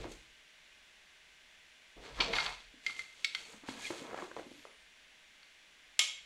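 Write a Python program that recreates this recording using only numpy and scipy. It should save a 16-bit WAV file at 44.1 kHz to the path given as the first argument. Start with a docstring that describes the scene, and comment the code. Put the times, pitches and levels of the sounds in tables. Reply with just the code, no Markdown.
"""Beaded chain handled above a workbench

A beaded gold chain is lifted and turned by hand, close to a mono microphone in a small shop.
Filtered noise and grains make the slides and rubs; damped sines and noise bursts make clinks, ticks, bumps
and, near the end, one hard clack. Squeaks and a thin whistle are gliding sines.
Under all lie a steady noise hiss and faint sine tones."""
import sys
import numpy as np
from scipy import signal
from scipy.fft import rfft, irfft, next_fast_len
from scipy.io import wavfile
from scipy.ndimage import uniform_filter1d, map_coordinates

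SR = 44100
rng = np.random.default_rng(int(sys.argv[2]) if len(sys.argv) > 2 else 0)


def dump(signal):
    """Clip the signal to [-1, 1] and save it as 16-bit WAV at the path in sys.argv[1]."""
    limited = np.clip(np.atleast_2d(signal).T, -1, 1)
    pcm = np.round(limited * 32767).astype(np.int16)
    wavfile.write(sys.argv[1], SR, pcm)


N = 275625

# Spectrum of skin contact, for rubs and bumps. Each row: frequency in Hz, relative density in dB per Hz.
SKIN_SPECTRUM = [(50, -32.5), (120, -0.5), (230, 2.5), (320, 2.5), (480, 8.5), (700, 1), (1400, -40)]


def amp(db):
    """Amplitude ratio of a level in dB."""
    return 10 ** (np.asarray(db) / 20)


def unit(x):
    """x scaled to rms 1."""
    return x / np.sqrt(np.mean(x ** 2) + 1e-20)


def along(points, hz):
    """Interpolate (Hz, value) points on a log frequency axis."""
    point_hz, value = np.transpose(points)
    return np.interp(np.log(hz + 1), np.log(point_hz + 1), value)


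def wobble(knots_per_s):
    """A smooth random curve through normally distributed knots."""
    knots = rng.standard_normal(int(N * knots_per_s / SR) + 4)
    return map_coordinates(knots, [np.arange(N) * knots_per_s / SR])


def colour(x, shape_db):
    """Causal minimum-phase filter, from the folded cepstrum of a gain in dB over frequency."""
    m = 2 * next_fast_len(len(x) // 2 + 4096)
    gain = amp(shape_db(np.fft.rfftfreq(m, 1 / SR)))
    cepstrum = irfft(np.log(gain + 1e-6))
    cepstrum[1:m // 2] *= 2
    cepstrum[m // 2 + 1:] = 0
    response = np.exp(rfft(cepstrum))
    return irfft(rfft(x, m) * response)[:len(x)]


def shaped(x, spectrum):
    """x filtered by the given spectrum, at rms 1."""
    return unit(colour(x, lambda hz: along(spectrum, hz)))


def fade(t60_s, attack_s):
    """Half a second of envelope: quick rise, exponential decay."""
    t = np.arange(SR // 2) / SR
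    return np.exp(-np.log(1000) * t / t60_s) * (1 - np.exp(-t / attack_s))


def burst(shape_db, t60_s, attack_s):
    """A dying puff of coloured noise, with the energy of its envelope."""
    envelope = fade(t60_s, attack_s)
    puff = colour(rng.standard_normal(len(envelope)) * envelope, shape_db)
    return puff * np.linalg.norm(envelope) / np.linalg.norm(puff)


def ring(modes, attack_s):
    """Damped sine modes, struck at slightly new strengths and random phases each time."""
    t = np.arange(SR // 2) / SR
    out = np.zeros(len(t))
    for hz, level_db, t60_s in modes:
        strength = amp(level_db + rng.normal())
        sine = np.sin(2 * np.pi * (hz * t + rng.random()))
        out += strength * sine * fade(t60_s, attack_s)
    return out


def grains(contacts_per_s, smooth):
    """Tiny contacts of uneven size over a bed of friction noise at rms smooth."""
    contacts = rng.standard_normal(N) * (rng.random(N) < contacts_per_s / SR)
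    return unit(contacts) + smooth * rng.standard_normal(N)


def resonant(x):
    """x coloured by the fixed resonances of strand and hand."""
    # Each row: centre in Hz, width in Hz, lift in dB.
    peaks = [(311, 85, 1.5), (449, 30, 6), (700, 26, 1.5), (996, 82, 2.5), (1324, 48, 4.5), (1655, 45, 7.5),
             (2160, 82, 5), (2530, 110, 5), (3360, 81, 5), (4340, 670, 2), (6900, 440, -7)]
    return colour(x, lambda f: sum(db / (1 + (2 * (f - hz) / width) ** 2) for hz, width, db in peaks))


def swells(rows, fall_db_per_s, level_column):
    """Gain per sample: each move rises along a Gaussian, then dies at a steady rate; powers add."""
    start_below_top_db = 20  # one rise time before the top
    t, power = np.arange(N) / SR, np.zeros(N)
    for row in rows:
        top_s, rise_s = row[:2]
        rise_db = start_below_top_db * ((top_s - t) / rise_s) ** 2
        fall_db = fall_db_per_s * (t - top_s)
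        below_top_db = np.where(t < top_s, rise_db, fall_db)
        power += amp(row[level_column] - below_top_db) ** 2
    return np.sqrt(power)


def add(track, start_s, sound):
    """Mix a sound in at a time."""
    part = track[max(round(start_s * SR), 0):][:len(sound)]
    part += sound[:len(part)]


def reverb(x):
    """The shop's diffuse answer: delayed noise whose decay time depends on frequency."""
    # Each row: frequency in Hz, t60 in seconds.
    room_t60 = [(200, 0.54), (1000, 0.41), (3000, 0.49), (7000, 0.41), (14000, 0.31)]
    delay_s = 0.007
    hz, t, z = signal.stft(rng.standard_normal(SR // 2), SR, nperseg=256)
    decay = np.exp(-np.log(1000) * t / along(room_t60, hz)[:, None])
    tail = signal.istft(z * decay, SR, nperseg=256)[1]
    tail = np.concatenate([np.zeros(int(delay_s * SR)), tail / np.linalg.norm(tail)])
    return signal.fftconvolve(x, tail)[:len(x)]


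def in_room(x, wet_db):
    """x followed by the shop's answer."""
    return x + amp(wet_db) * reverb(x)


def background():
    """Steady shaped-noise hiss with faint sine tones of slightly wavering phase."""
    # Each row: frequency in Hz, relative density in dB per Hz.
    hiss_spectrum = [(25, -3.5), (60, -3.5), (110, -19.5), (160, -10.5), (400, -11), (1350, -9), (1560, -3),
                     (2300, -0.5), (3500, -4), (4900, -11.5), (7400, -14.5), (8400, -20), (10700, -23.5),
                     (13000, -32), (15800, -33)]
    # Each row: frequency in Hz, rms level in dB.
    hum_tones = [(624, -85), (1561, -81), (1776, -87.5), (1906, -83.5), (2083, -76), (2482, -82),
                 (2638, -90.5), (2891, -78), (3451, -77.5), (5782, -83), (10476, -90.5), (14300, -107)]
    t = np.arange(N) / SR
    out = amp(-62.0) * shaped(rng.standard_normal(N), hiss_spectrum)
    for hz, rms_db in hum_tones:
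        phase_rad = 2 * np.pi * hz * t + 0.65 * wobble(5.3)
        out += np.sqrt(2) * amp(rms_db) * np.sin(phase_rad)
    return out


def whistle():
    """A thin sine fades in, wanders mostly downward with a trembling pitch and fades out."""
    # Each row: time in seconds, pitch in Hz.
    pitch_path = [(4.44, 11200), (4.485, 11300), (4.525, 10500), (4.58, 11750), (4.625, 11600),
                  (4.68, 10200), (4.74, 9500), (4.78, 8850), (4.87, 8300)]
    level_db, fade_s, tremble_hz = -77, 0.04, 20
    t = np.arange(N) / SR
    s, pitch_hz = np.transpose(pitch_path)
    glide_hz = uniform_filter1d(np.interp(t, s, pitch_hz), size=1000) + tremble_hz * wobble(300)
    envelope = np.clip(np.minimum(t - s[0], s[-1] - t) / fade_s, 0, 1)
    return envelope * amp(level_db) * np.sin(2 * np.pi * np.cumsum(glide_hz) / SR)


def hand():
    """Skin rubs and scrapes as resonant grains; the held microphone sways as low noise."""
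    # Each row: top in seconds, rise in seconds, relative skin level in dB, relative scrape level in dB.
    rubs = [(0, .02, -44.5, -54), (0.065, 0.066, -44, -54), (1.975, 0.013, -49, -63),
            (2.05, 0.054, -51.5, -56), (2.13, 0.14, -52, -55), (2.22, 0.058, -37, -37.5),
            (2.32, 0.093, -38.5, -50.5), (2.385, 0.099, -65, -36), (2.47, 0.069, -64, -39),
            (3.54, 0.14, -58, -59.5), (3.65, 0.029, -66, -55), (3.79, 0.12, -54, -51.5),
            (3.93, 0.046, -50, -50), (4.13, 0.21, -46.5, -49), (4.21, 0.066, -45, -45),
            (4.39, .025, -45.5, -53), (4.55, .08, -70, -82), (4.665, 0.01, -61, -64)]
    # Jolts of the microphone. Each row: top in seconds, rise in seconds, relative rumble level in dB.
    jolts = [(0, .02, -38.5), (0.18, 0.1, -59), (0.32, 0.09, -71), (2.0, 0.045, -55), (2.2, 0.11, -47),
             (2.38, 0.083, -51), (2.5, 0.15, -54), (2.69, 0.062, -63.5)]
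    # Each row: frequency in Hz, relative density in dB per Hz.
    scrape_spectrum = [(400, -30), (700, -1), (950, 1.5), (1600, -4.5), (2200, -6), (4000, -45)]
    # Sway of the microphone. Each row: frequency in Hz, relative density in dB per Hz.
    rumble_spectrum = [(12, -18), (28, -14), (38, 1.5), (49, -4.5), (75, -25), (130, -16), (200, -39),
                       (600, -95)]
    rub_fall_db_per_s, jolt_fall_db_per_s = 188, 150

    skin_grains = resonant(grains(contacts_per_s=500, smooth=1.0))
    rub = swells(rubs, rub_fall_db_per_s, level_column=2) * shaped(skin_grains, SKIN_SPECTRUM)
    scrape_grains = resonant(grains(contacts_per_s=700, smooth=0.86))
    scrape = swells(rubs, rub_fall_db_per_s, level_column=3) * shaped(scrape_grains, scrape_spectrum)
    rumble = shaped(rng.standard_normal(N), rumble_spectrum)
    sway = swells(jolts, jolt_fall_db_per_s, level_column=2) * rumble
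    return amp(-5.0) * rub + amp(-2.5) * scrape + amp(-1.5) * sway


def squeaks():
    """A dragged strand catches for a moment and sings at an unsteady pitch."""
    # Each row: middle in seconds, length in seconds, pitch in Hz, level in dB.
    squeak_rows = [(2.298, 0.082, 668, -46), (2.306, 0.069, 458, -41.5), (3.85, 0.044, 1695, -51),
                   (3.854, 0.02, 2364, -39.5), (3.869, 0.0084, 3380, -39.5), (3.877, 0.017, 2110, -42.5)]
    pitch_scatter = 0.028  # share of the pitch
    out, t = np.zeros(N), np.arange(N) / SR
    for middle_s, length_s, hz, level_db in squeak_rows:
        swell = np.exp(-(2 * (t - middle_s) / length_s) ** 2)
        pitch_hz = hz * (1 + pitch_scatter * wobble(440))
        out += amp(level_db) * swell * np.sin(2 * np.pi * np.cumsum(pitch_hz) / SR)
    return in_room(out, wet_db=-22)


def bumps():
    """Soft bumps of the hand: a low mode that flesh damps quickly, and a puff of skin noise."""
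    # Each row: start in seconds, relative level in dB.
    bump_rows = [(0.05, -35.5), (0.071, -44), (1.967, -52), (2.739, -49), (3.542, -46.5), (3.635, -43.5),
                 (3.686, -31.5), (3.904, -28.5), (4.018, -36), (4.226, -33.5), (4.39, -39.5),
                 (4.465, -45.5), (4.513, -39)]
    thud_hz, pitch_scatter = 294.3, 0.12  # scatter as a share of the pitch
    out = np.zeros(N)
    for start_s, level_db in bump_rows:
        hz = thud_hz * (1 + pitch_scatter * rng.normal())
        thud = ring([(hz, 0, 0.042)], attack_s=0.0022)
        pat = burst(lambda f: along(SKIN_SPECTRUM, f), t60_s=0.012, attack_s=0.00057)
        add(out, start_s, in_room(amp(level_db + 2.5) * (thud + amp(-7.0) * pat), wet_db=-5.5))
    return out


def ticks():
    """The strand sticks and slips over skin: short, dull noise bursts, each with one damped mode."""
    # Each row: start in seconds, relative level in dB, centre in Hz.
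    tick_rows = [(0.043, -35.5, 590), (3.686, -31, 890), (3.905, -29, 1010), (4.131, -35, 494),
                 (4.144, -31, 504), (4.176, -32, 564), (4.187, -33.5, 1150), (4.222, -33.5, 1030),
                 (4.314, -37, 523), (4.365, -32, 560), (4.372, -35.5, 820), (4.395, -33.5, 681),
                 (4.652, -39, 527)]
    # Each row: frequency in Hz, relative density in dB per Hz.
    tick_spectrum = [(100, -27.5), (400, 7), (900, 7), (1650, 1.5), (2300, -8), (6000, -26), (12000, -42)]
    out = np.zeros(N)
    for start_s, level_db, hz in tick_rows:
        snap = burst(lambda f: along(tick_spectrum, f), t60_s=0.013, attack_s=0.0007)
        tone = ring([(hz, -5, 0.016)], attack_s=0.00011)
        add(out, start_s, in_room(amp(level_db + 1.5) * (snap + tone), wet_db=-9.0))
    return out


def sliding():
    """Beads run over one another as resonant grains; fine links glitter above as denser, brighter grains."""
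    # Each row: top in seconds, rise in seconds, relative bead level in dB, relative sparkle level in dB.
    slides = [(0.02, 0.059, -52.5, -72), (0.12, 0.055, -56.5, -66.5), (2.06, 0.063, -51, -72),
              (2.19, 0.075, -48, -71), (2.225, 0.034, -36, -68), (2.37, 0.064, -37.5, -57),
              (2.47, 0.13, -41.5, -63), (2.9, 0.08, -47.5, -64), (2.99, .04, -51, -65),
              (3.26, 0.22, -56.5, -71.5), (3.41, 0.14, -52, -65.5), (3.53, 0.22, -58, -67.5),
              (3.7, 0.045, -46.5, -61), (3.865, 0.11, -43.5, -56), (4.0, 0.23, -50, -63),
              (4.23, .15, -54, -67.5), (4.4, 0.11, -58, -71.5), (4.62, .27, -59, -75)]
    # Each row: frequency in Hz, relative density in dB per Hz.
    bead_spectrum = [(880, -8.5), (1500, -9.5), (2200, -2), (4000, -2), (4700, -5.5), (5200, -8),
                     (7400, -12), (9000, -28), (12000, -44)]
    # Each row: frequency in Hz, relative density in dB per Hz.
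    sparkle_spectrum = [(4000, -17), (6500, 5), (9000, -2.5), (12000, -13.5), (15800, -29)]
    fall_db_per_s = 111

    bead_grains = resonant(grains(contacts_per_s=700, smooth=1.0))
    beads = swells(slides, fall_db_per_s, level_column=2) * shaped(bead_grains, bead_spectrum)
    link_grains = grains(contacts_per_s=1400, smooth=1.0)
    links = swells(slides, fall_db_per_s, level_column=3) * shaped(link_grains, sparkle_spectrum)
    return amp(-3.0) * beads + amp(3.5) * links


def clinks():
    """Each light contact cracks with its own spectral tilt and rings near 2 kHz, with upper modes."""
    # Each row: start in seconds, then relative levels and pitch:
    # level in dB, ring in Hz, ring level in dB, knock level in dB, treble level in dB.
    clink_rows = [(0.118, -43, 2100, -24, -13, 13), (2.203, -22, 2340, -7, -27, -35),
                  (2.2064, -18.5, 2180, -15.5, -43, -25), (2.330, -30, 2370, -7.5, -21, -27),
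                  (2.335, -25, 2164, -5.5, 1, -36), (2.3555, -25.5, 2160, -18, -13, -10),
                  (2.364, -25, 2190, -15, -2, -21), (2.3845, -22.5, 2144, -6, 5, -23),
                  (2.401, -24, 2300, -22, -14, -21), (2.4622, -26.5, 2150, -26, -1, -25),
                  (2.864, -26.5, 2098, 1.5, -17, -4), (2.8954, -37.5, 2160, 0, 24, 0),
                  (2.992, -35, 2096, 1, -3, 4), (3.2453, -19.5, 2227, -8, -29, -4.5),
                  (3.3482, -26, 2094, -9.5, -2, -3), (5.429, -49, 2220, -20, -20, -15)]
    # Upper modes. Each row: frequency in Hz, relative level in dB, t60 in seconds.
    overtones = [(1330, -17.5, 0.066), (1415, -13.5, 0.035), (2406, -8, 0.017), (3215, -2, 0.028),
                 (3800, -13, 0.033), (4440, -4, 0.049), (4680, -13, 0.018), (5850, -18, 0.042),
                 (6800, -23, 0.02)]
    # Each row: frequency in Hz, relative density in dB per Hz.
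    contact_spectrum = [(200, -36), (900, -19), (1400, -2), (2400, 6.5), (4500, 6), (5400, -4),
                        (7500, -12.5), (8500, -19.5), (15000, -39.5)]
    overtones_db = -1.5
    out = np.zeros(N)
    for start_s, level_db, hz, ring_db, knock_db, treble_db in clink_rows:
        tilt = [(1200, knock_db + 16), (2400, 0.0089), (4600, 0), (7500, treble_db + 9.5)]
        crack = burst(lambda f: along(contact_spectrum, f) + along(tilt, f), t60_s=0.034, attack_s=0.0003)
        tone = ring([(hz, ring_db + 9.5, 0.055)], attack_s=0.00057)
        tone += amp(overtones_db) * ring(overtones, attack_s=0.00026)
        add(out, start_s, in_room(amp(level_db - 5.5) * (amp(0.5) * crack + tone), wet_db=-9.5))
    return out


def clack():
    """One hard, bright blow: crack plus modes; the room gathers the crack from all directions, evenly."""
    # Each row: frequency in Hz, relative density in dB per Hz.
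    crack_spectrum = [(150, -52), (320, -44), (520, -23), (800, -25), (1230, -20), (1700, -18),
                      (2200, -7.5), (3200, -3.5), (4500, -9.5), (5400, -11), (7500, -8.5), (8400, -24),
                      (10300, -20), (12000, -33), (15800, -39)]
    # Each row: frequency in Hz, relative level in dB, t60 in seconds.
    ringing_modes = [(1270, -16, 0.05), (2180, -11, 0.22), (2940, -10, 0.038), (3200, -6, 0.053),
                     (3296, -7, 0.075), (3770, -5, 0.026), (5430, -9, 0.036), (6100, -22, 0.028),
                     (7320, -3.5, 0.024), (7530, -6, 0.037), (9100, -19, 0.044), (10150, -18, 0.022)]
    start_s, level_db, modes_db, room_db = 5.9917, -12.5, -7, -3.5
    out = np.zeros(N)
    crack = burst(lambda f: along(crack_spectrum, f), t60_s=0.023, attack_s=0.00073)
    # The room is fed a filtered impulse of the crack's energy, so its tail has an even spectrum.
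    even = colour(signal.unit_impulse(len(crack)), lambda f: along(crack_spectrum, f))
    even *= np.linalg.norm(crack) / np.linalg.norm(even)
    modes = amp(modes_db) * ring(ringing_modes, attack_s=0.00079)
    blow = crack + modes + amp(room_db) * reverb(even + modes)
    add(out, start_s, amp(level_db) * blow)
    return out


def scene():
    """All sources sum at one microphone, copied to two channels."""
    mono = background() + whistle() + hand() + squeaks() + bumps() + ticks() + sliding() + clinks() + clack()
    return np.array([mono, mono])


def record(dry):
    """Nothing is kept at or above the band limit."""
    top_hz = 15800
    m = next_fast_len(N + SR // 2)
    passband = np.fft.rfftfreq(m, 1 / SR) < top_hz
    return irfft(rfft(dry, m) * passband, m)[:, :N]


dry = scene()
out = record(dry)
dump(out)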